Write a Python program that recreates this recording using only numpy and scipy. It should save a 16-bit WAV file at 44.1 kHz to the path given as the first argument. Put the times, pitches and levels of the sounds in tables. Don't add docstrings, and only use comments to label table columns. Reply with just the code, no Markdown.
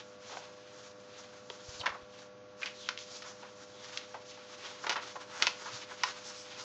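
import sys
import numpy as np
from scipy import signal
from scipy.fft import rfft, irfft, next_fast_len
from scipy.io import wavfile
from scipy.ndimage import uniform_filter1d, map_coordinates

SR = 44100
rng = np.random.default_rng(int(sys.argv[2]) if len(sys.argv) > 2 else 0)


def log_audio(samples):
    frames = np.atleast_2d(samples).T
    limited = np.clip(frames, -1, 1)
    pcm = np.round(limited * 32767).astype(np.int16)
    wavfile.write(sys.argv[1], SR, pcm)


N = 292806
T = np.arange(N) / SR
MS = T * 1000

SNAP_RISE_MS = 0.55
FLAP_SWELL_SHARE = 0.34
FLAP_LOW_SHARE = 0.59
FLAP_CRACKLE_DB, FLAP_CRACKLES_PER_S = -1.5, 600
STROKE_ROUNDNESS = 1.35
RUSTLE_PER_PRESS = 2.25
BRUSH_OPEN_DB, BRUSH_FOLDED_DB, BRUSH_WANDER_DB = -62, -57.5, 1.5
FOLDED_S = 4.48
STILL_FROM_S, STILL_TO_S = 2.05, 2.61
DRAG_WIDTH_SHARE = 0.19
TABLE_ECHO_MS, TABLE_ECHO_SCATTER_MS, TABLE_ECHO_DB = 1.9, 0.17, -9.5


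def undb(db):
    return 10 ** (np.asarray(db) / 20)


def unit(x):
    return x / np.sqrt(np.mean(x ** 2))


def walk(rate):
    hold = max(int(SR / rate), 2)
    steps = np.repeat(rng.standard_normal(N // hold + 1), hold)
    smooth = uniform_filter1d(uniform_filter1d(steps, hold), hold)
    return unit(smooth[:N])


def colour(x, points):
    size = 2 * next_fast_len(len(x))
    hz, db = np.transpose(points)
    bins_hz = np.maximum(np.arange(size // 2 + 1) * SR / size, 1)
    gain = undb(np.interp(np.log(bins_hz), np.log(hz), db))
    cepstrum = irfft(np.log(gain))
    cepstrum[1:size // 2] *= 2
    cepstrum[size // 2 + 1:] = 0
    response = np.exp(rfft(cepstrum))
    return irfft(rfft(x, size) * response)[:len(x)]


def even(x, width_hz=500):
    power = uniform_filter1d(np.abs(rfft(x, SR)) ** 2, size=int(width_hz))
    hz = np.arange(50, 9000, 50)
    return colour(x, np.column_stack([hz, -10 * np.log10(power[hz] / power[hz].mean())]))


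def add(out, s, x):
    i = int(s * SR)
    out[i:i + len(x)] += x[:len(out) - i]


def swell(ms, rise_ms, fade_ms):
    rise = np.minimum(ms / max(rise_ms, .1), 1)
    return rise * np.exp(-np.maximum(ms - rise_ms, 0) / max(fade_ms, .5))


def grains(count, rate, spread_db):
    size = undb(spread_db * np.minimum(rng.exponential(size=count), 5))
    sign = rng.choice([-1., 1.], count)
    return unit(sign * size * (rng.random(count) < rate / SR))


def background(waver=0.028, whine_drift=0.93):
    # (pitch_hz, gain_db)
    fan_colour = [(20, -51.5), (35, -31.5), (55, -12), (90, -3), (125, 0), (160, -1.5), (220, 3),
                  (330, 0.5), (700, -2.5), (1200, -3.5), (2000, -9), (3500, -12), (6500, -14.5),
                  (8000, -47.5)]
    fan_db = -60
    # (pitch_hz, about the rms level_db)
    hum_tones = [(100, -76), (120, -73.5), (200, -71.5), (300, -72.5), (400, -74), (500.3, -57),
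                 (600.3, -60.5), (700, -75), (800, -76.5)]
    # (pitch_hz, rms level_db)
    whine_tones = [(1136, -69.5), (1378, -71.5), (1674, -78)]
    out = undb(fan_db) * unit(colour(rng.standard_normal(N), fan_colour))
    for hz, db in hum_tones:
        level = np.sqrt(2) * undb(db) * (1 + waver * walk(3.5))
        out += level * np.sin(2 * np.pi * (hz * T + rng.random()))
    for hz, db in whine_tones:
        out += np.sqrt(2) * undb(db) * np.sin(2 * np.pi * hz * T + whine_drift * walk(22))
    return out


def room(x, wet_db=-10.0, t60_s=0.3, treble_t60_s=0.18, gap_s=0.0051, split_hz=2500):
    t = T[:SR // 2]
    echoes = grains(len(t), 12000, 2.3) * (t > gap_s)
    low = signal.sosfilt(signal.butter(2, split_hz, fs=SR, output="sos"), echoes)
    high = signal.sosfilt(signal.butter(2, split_hz, "high", fs=SR, output="sos"), echoes)
    tail = even(low * 1e-3 ** (t / t60_s) - high * 1e-3 ** (t / treble_t60_s), width_hz=250)
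    return x + undb(wet_db) * signal.fftconvolve(x, tail / np.linalg.norm(tail))[:N]


def puffs():
    # (middle_s, level_db, pitch_hz, length_ms)
    air_pushes = [(1.692, -42.5, 85, 4.2), (1.809, -47, 100, 6.8), (1.755, -55, 89.5, 6),
                  (1.91, -56, 70.4, 7.1), (2.034, -56, 68, 6.2), (5.744, -49.5, 117, 10)]
    out = np.zeros(N)
    for s, db, hz, length_ms in air_pushes:
        age_ms = (T - s) * 1000
        out -= undb(db) * np.sin(2 * np.pi * hz * (T - s)) * np.exp(-(age_ms / length_ms) ** 2 / 2)
    return out


def motion():
    # (time of greatest speed_s, level_db, speeding_up_s, slowing_down_s, pressure_db)
    strokes = [(0.0, -57, 0.057, 0.022, -1), (0.15, -74, 0.012, 0.013, -1), (0.36, -49.5, 0.087, 0.034, 2),
               (0.455, -55, 0.032, 0.025, -0.5), (0.78, -57.5, 0.047, 0.071, -1),
               (0.879, -56, 0.034, 0.043, 0.5), (1.19, -54.5, 0.064, 0.047, 0.5),
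               (1.34, -62, 0.022, 0.024, -3), (1.765, -48.5, 0.12, 0.046, 2), (2.222, -52, 0.091, 0.032, 0),
               (2.655, -48, 0.044, 0.037, -1.5), (2.85, -55, 0.17, 0.13, 4), (2.995, -51.5, 0.018, 0.1, 5),
               (3.159, -49.5, 0.067, 0.079, 2.5), (3.281, -47, 0.024, 0.036, 0.5),
               (3.42, -56.5, 0.064, 0.017, -0.5), (3.917, -49.5, 0.12, 0.14, 0.6),
               (4.311, -55.5, 0.1, 0.093, 4.5), (4.701, -47, 0.13, 0.084, 0),
               (4.836, -51, 0.0082, 0.065, -1), (5.035, -46, 0.016, 0.045, -0.5),
               (5.1, -51, 0.031, 0.036, 0), (5.213, -51.5, 0.01, 0.032, -2),
               (5.305, -52.5, 0.021, 0.028, -2.5), (5.43, -45.5, 0.088, 0.082, -2.5),
               (5.62, -52.5, 0.041, 0.033, -2.5), (5.771, -48.5, 0.2, 0.075, 1.5),
               (5.928, -59, 0.071, 0.02, -5.5), (6.08, -45, 0.08, 0.095, 0),
               (6.273, -46, 0.034, 0.045, 1.5), (6.385, -51.5, 0.086, 0.089, 1.5),
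               (6.49, -52.5, 0.033, 0.039, 1), (6.612, -49.5, 0.08, 0.043, 0.5)]
    moving = uniform_filter1d(1. * ((T < STILL_FROM_S) | (T > STILL_TO_S)), size=SR // 20)
    brush_db = uniform_filter1d(np.where(T < FOLDED_S, 1. * BRUSH_OPEN_DB, BRUSH_FOLDED_DB), size=SR // 5)
    power = (moving * undb(brush_db + BRUSH_WANDER_DB * walk(14))) ** 2
    pressed = np.zeros(N)
    for s, db, rise_s, fall_s, press_db in strokes:
        away = np.maximum((s - T) / rise_s, (T - s) / fall_s)
        near = away < 5
        stroke = (undb(db) * np.exp(-away[near] ** STROKE_ROUNDNESS)) ** 2
        power[near] += stroke
        pressed[near] += press_db * stroke
    return np.sqrt(power), pressed / (power + 1e-18)


def sliding(hiss_db=-0.5, rustle_db=-3.0, catch_db=2.1, shift_db=-2.36, split_hz=4500):
    # (pitch_hz, gain_db)
    hiss_colour = [(300, -28), (1000, -23.5), (2000, 1.5), (3300, 5), (5300, 3.5), (6500, 2.5), (7300, -3),
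                   (7900, -30.5)]
    # (pitch_hz, gain_db)
    rustle_colour = [(120, -30), (300, -3), (600, -5.5), (900, 2.5), (1500, 3.5), (2200, -7), (4000, -22.5),
                     (8000, -20.5)]
    speed, press_db = motion()
    grip = undb(catch_db * walk(55))
    fine = unit(colour(grains(N, 14000, 2.6), hiss_colour))
    coarse = unit(colour(grains(N, 4000, 1.7), rustle_colour))
    dull = signal.sosfiltfilt(signal.butter(2, split_hz, fs=SR, output="sos"), fine)
    bright = undb(0.72 * press_db + shift_db * walk(22.03))
    fine = unit(dull / bright + (fine - dull) * bright)
    rustle_gain = undb(rustle_db - RUSTLE_PER_PRESS * press_db)
    return grip * speed * (undb(hiss_db) * fine + rustle_gain * coarse)


def drags():
    # (time of greatest speed_s, level_db, pitch_hz, half_length_s, glide_octaves)
    finger_drags = [(1.807, -42.5, 3840, 0.0095, -0.42), (2.831, -53, 3500, 0.052, -0.45),
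                    (2.997, -55, 3330, 0.019, 0.1), (3.15, -56, 5070, 0.056, 0.17),
                    (3.797, -60, 3460, 0.051, 0.0024), (6.276, -50.5, 5330, 0.023, 0.1),
                    (6.39, -52, 5360, 0.042, 0.15), (6.615, -53, 4540, 0.014, -0.028)]
    out, slips = np.zeros(N), grains(N, 14000, 1.3)
    for s, db, hz, half_s, octaves in finger_drags:
        hiss = signal.lfilter(*signal.iirpeak(hz, 1 / DRAG_WIDTH_SHARE, fs=SR), slips)
        hiss = signal.lfilter(*signal.iirpeak(hz, 1, fs=SR), hiss)
        along = (T - s) / half_s
        read_at = np.cumsum(2 ** (octaves * np.tanh(along) / 2))
        hiss = map_coordinates(hiss, [read_at], order=1, mode="mirror")
        out += undb(db) * unit(hiss) * np.exp(-along ** 2 / 2)
    return out


def radiate(push, db, low_hz, high_hz, panel_hz, panel_db, steepness=2.9, width=0.087, leak_db=-30):
    # (pitch_hz, gain_db)
    sheet_colour = [(30, -35.5), (130, 1.5), (300, 1), (700, -0.5), (1500, -0.5), (3000, -1), (5500, 0),
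                    (6700, -5.5), (7900, -22.5)]
    hz = np.geomspace(30, 9000, num=200)
    sheet_hz, sheet_db = np.transpose(sheet_colour)
    band = 1 / np.sqrt((1 + (low_hz / hz) ** steepness) * (1 + (hz / high_hz) ** 4))
    resonance_db = panel_db / (1 + (np.log(hz / panel_hz) / width) ** 2 / 2)
    band_db = 20 * np.log10(np.hypot(band, undb(leak_db)))
    shape_db = np.interp(np.log(hz), np.log(sheet_hz), sheet_db) + band_db + resonance_db
    sound = colour(push, np.column_stack([hz, shape_db]))
    return undb(db) * sound / np.sqrt(np.sum(sound ** 2) / (SR / 100))


def flaps():
    # (start_s, level_db, panel_resonance_hz, high_corner_hz, length_ms)
    flap_events = [(0.295, -41, 790, 1280, 95), (1.794, -46.5, 800, 1100, 39), (1.83, -39, 1040, 1400, 26),
                   (1.856, -30.5, 1080, 2500, 14), (1.889, -40, 1150, 3600, 12),
                   (1.917, -44, 1110, 1190, 10), (1.942, -44, 1060, 1000, 25),
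                   (2.653, -38.5, 2310, 3880, 30), (2.895, -45, 1500, 3800, 25),
                   (3.235, -45, 1210, 2400, 50), (3.422, -44, 940, 2480, 36), (4.37, -50.5, 1010, 1890, 21),
                   (4.641, -44.5, 1300, 8000, 29), (4.837, -37.5, 1100, 1700, 29),
                   (4.862, -34, 1010, 2700, 30), (4.895, -40.5, 704, 2510, 26),
                   (4.919, -39.5, 960, 5340, 26), (4.96, -35, 1000, 1660, 32),
                   (5.16, -39.5, 940, 1210, 13.5), (5.429, -38, 2900, 5470, 42),
                   (5.43, -46.5, 695, 1800, 15), (5.647, -37.5, 1200, 1440, 47),
                   (6.04, -43, 1200, 1690, 44)]
    out, ms = np.zeros(N), MS[:SR // 4]
    for s, db, panel_hz, high_hz, length_ms in flap_events:
        rise_ms = FLAP_SWELL_SHARE * length_ms
        rustle = grains(len(ms), 14000, 0.55)
        contacts = rustle + undb(FLAP_CRACKLE_DB) * grains(len(ms), FLAP_CRACKLES_PER_S, 1.5)
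        push = even(contacts * swell(ms, rise_ms, length_ms - rise_ms))
        low_hz = FLAP_LOW_SHARE * panel_hz
        add(out, s, radiate(push, db, low_hz, high_hz, panel_hz, panel_db=11.5, width=0.31))
    return out


def off_table(x):
    lag_ms = TABLE_ECHO_MS + TABLE_ECHO_SCATTER_MS * rng.standard_normal()
    lag = max(int(lag_ms / 1000 * SR), 1)
    echo = undb(TABLE_ECHO_DB)
    return (x + echo * np.pad(x, (lag, 0))[:len(x)]) / np.hypot(1, echo)


def snaps(ripple=4.5, glide_ms=0.776, start_hz=7000, bend_hz=900):
    # (start_s, level_db, low_corner_hz, high_corner_hz, panel_resonance_hz, resonance_height_db, ring_ms)
    buckles = [(0.2955, -50, 650, 1800, 950, 11, 3.4), (0.3701, -39.5, 480, 1770, 740, 12, 3.9),
               (1.5, -44, 3000, 3500, 3200, 12, 2.2), (1.501, -43, 360, 1690, 410, 8, 3.1),
               (1.813, -41.5, 2870, 3400, 3070, 15, 2.9), (1.859, -35, 1100, 3300, 1700, 4, 6.2),
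               (1.865, -28.5, 900, 2300, 1870, 8, 3.4), (1.875, -34.5, 330, 1900, 1090, 5, 3.4),
               (1.944, -45, 900, 1390, 1250, 16, 7), (2.6155, -50.5, 1900, 3200, 2700, 5, 2.6),
               (2.621, -43.5, 1100, 2200, 2000, 1, 3.4), (2.6303, -34, 1500, 2500, 2400, 13, 6.7),
               (2.6585, -40, 1700, 4000, 2600, -6, 4.4), (2.671, -45.5, 1900, 4000, 2800, 10, 1.8),
               (2.8884, -29.5, 1030, 4400, 1320, 7, 2.5), (2.9755, -42, 2000, 3500, 3000, 5, 0.31),
               (2.988, -49, 1800, 6550, 3000, -1, 2), (3.221, -45, 1000, 4530, 1300, 3, 8.4),
               (3.8445, -52.5, 1100, 3520, 2000, 7, 0.8), (3.9733, -35, 1900, 5450, 3200, 1.5, 3.3),
               (4.1425, -38, 555, 1190, 840, 10.5, 19), (4.839, -43, 1000, 1690, 1450, 11, 4),
               (4.8668, -34, 400, 3600, 1210, 11, 3.6), (4.8942, -29, 330, 8500, 950, -3, 5.3),
               (4.9022, -32.5, 450, 3800, 2700, 8, 4.6), (4.9105, -36, 450, 3000, 800, 6, 5.4),
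               (4.9195, -37, 600, 4500, 1300, 3, 3.3), (4.9265, -36.5, 600, 4960, 1300, 5, 5.8),
               (4.9576, -34.5, 900, 1590, 1300, 10, 4), (4.9635, -36.5, 350, 3400, 1050, 7.5, 5.9),
               (4.976, -44.5, 900, 1800, 1240, 7, 3.6), (4.996, -44.5, 900, 2000, 1500, 7, 4.4),
               (5.1556, -42, 700, 1290, 834, 12, 4.6), (5.4209, -36, 280, 2980, 1400, 13, 8.3),
               (5.423, -23, 1400, 4970, 3140, 1, 0.76), (5.4254, -28, 900, 6500, 4700, 1, 7.5),
               (5.4687, -25.5, 1700, 5500, 2600, 6, 1.3), (5.4718, -29, 600, 3540, 1045, 3.5, 2.6),
               (5.478, -34, 1900, 3400, 2600, 7, 3.6), (6.0348, -29, 1490, 6000, 5450, 6, 2.5),
               (6.0352, -27, 870, 2400, 955, 9, 6.4), (6.086, -45, 800, 2200, 1090, 5, 3.5)]
    out, ms = np.zeros(N), MS[:SR // 10]
    for s, db, low_hz, high_hz, panel_hz, panel_db, ring_ms in buckles:
        waves = grains(len(ms), 15000, 0.24) * swell(ms, SNAP_RISE_MS, ring_ms)
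        age_ms = np.maximum(ms - SNAP_RISE_MS / 2, 0)
        fade = np.exp(-age_ms / glide_ms)
        hz = bend_hz + (start_hz - bend_hz) * fade
        pop = np.sin(2 * np.pi * np.cumsum(hz * (age_ms > 0)) / SR) * fade
        push = even(pop / np.linalg.norm(pop) + ripple * waves / np.linalg.norm(waves))
        snap = radiate(push, db, low_hz, high_hz, panel_hz, panel_db, steepness=6.7)
        add(out, s, off_table(snap))
    return out


def scene():
    paper = snaps() + flaps() + sliding() + drags()
    return (room(paper) + puffs() + background())[None]


def record(dry):
    top_hz = 8000
    return signal.sosfilt(signal.ellip(8, .2, 70, top_hz, fs=SR, output="sos"), dry)


dry = scene()
out = record(dry)
log_audio(out)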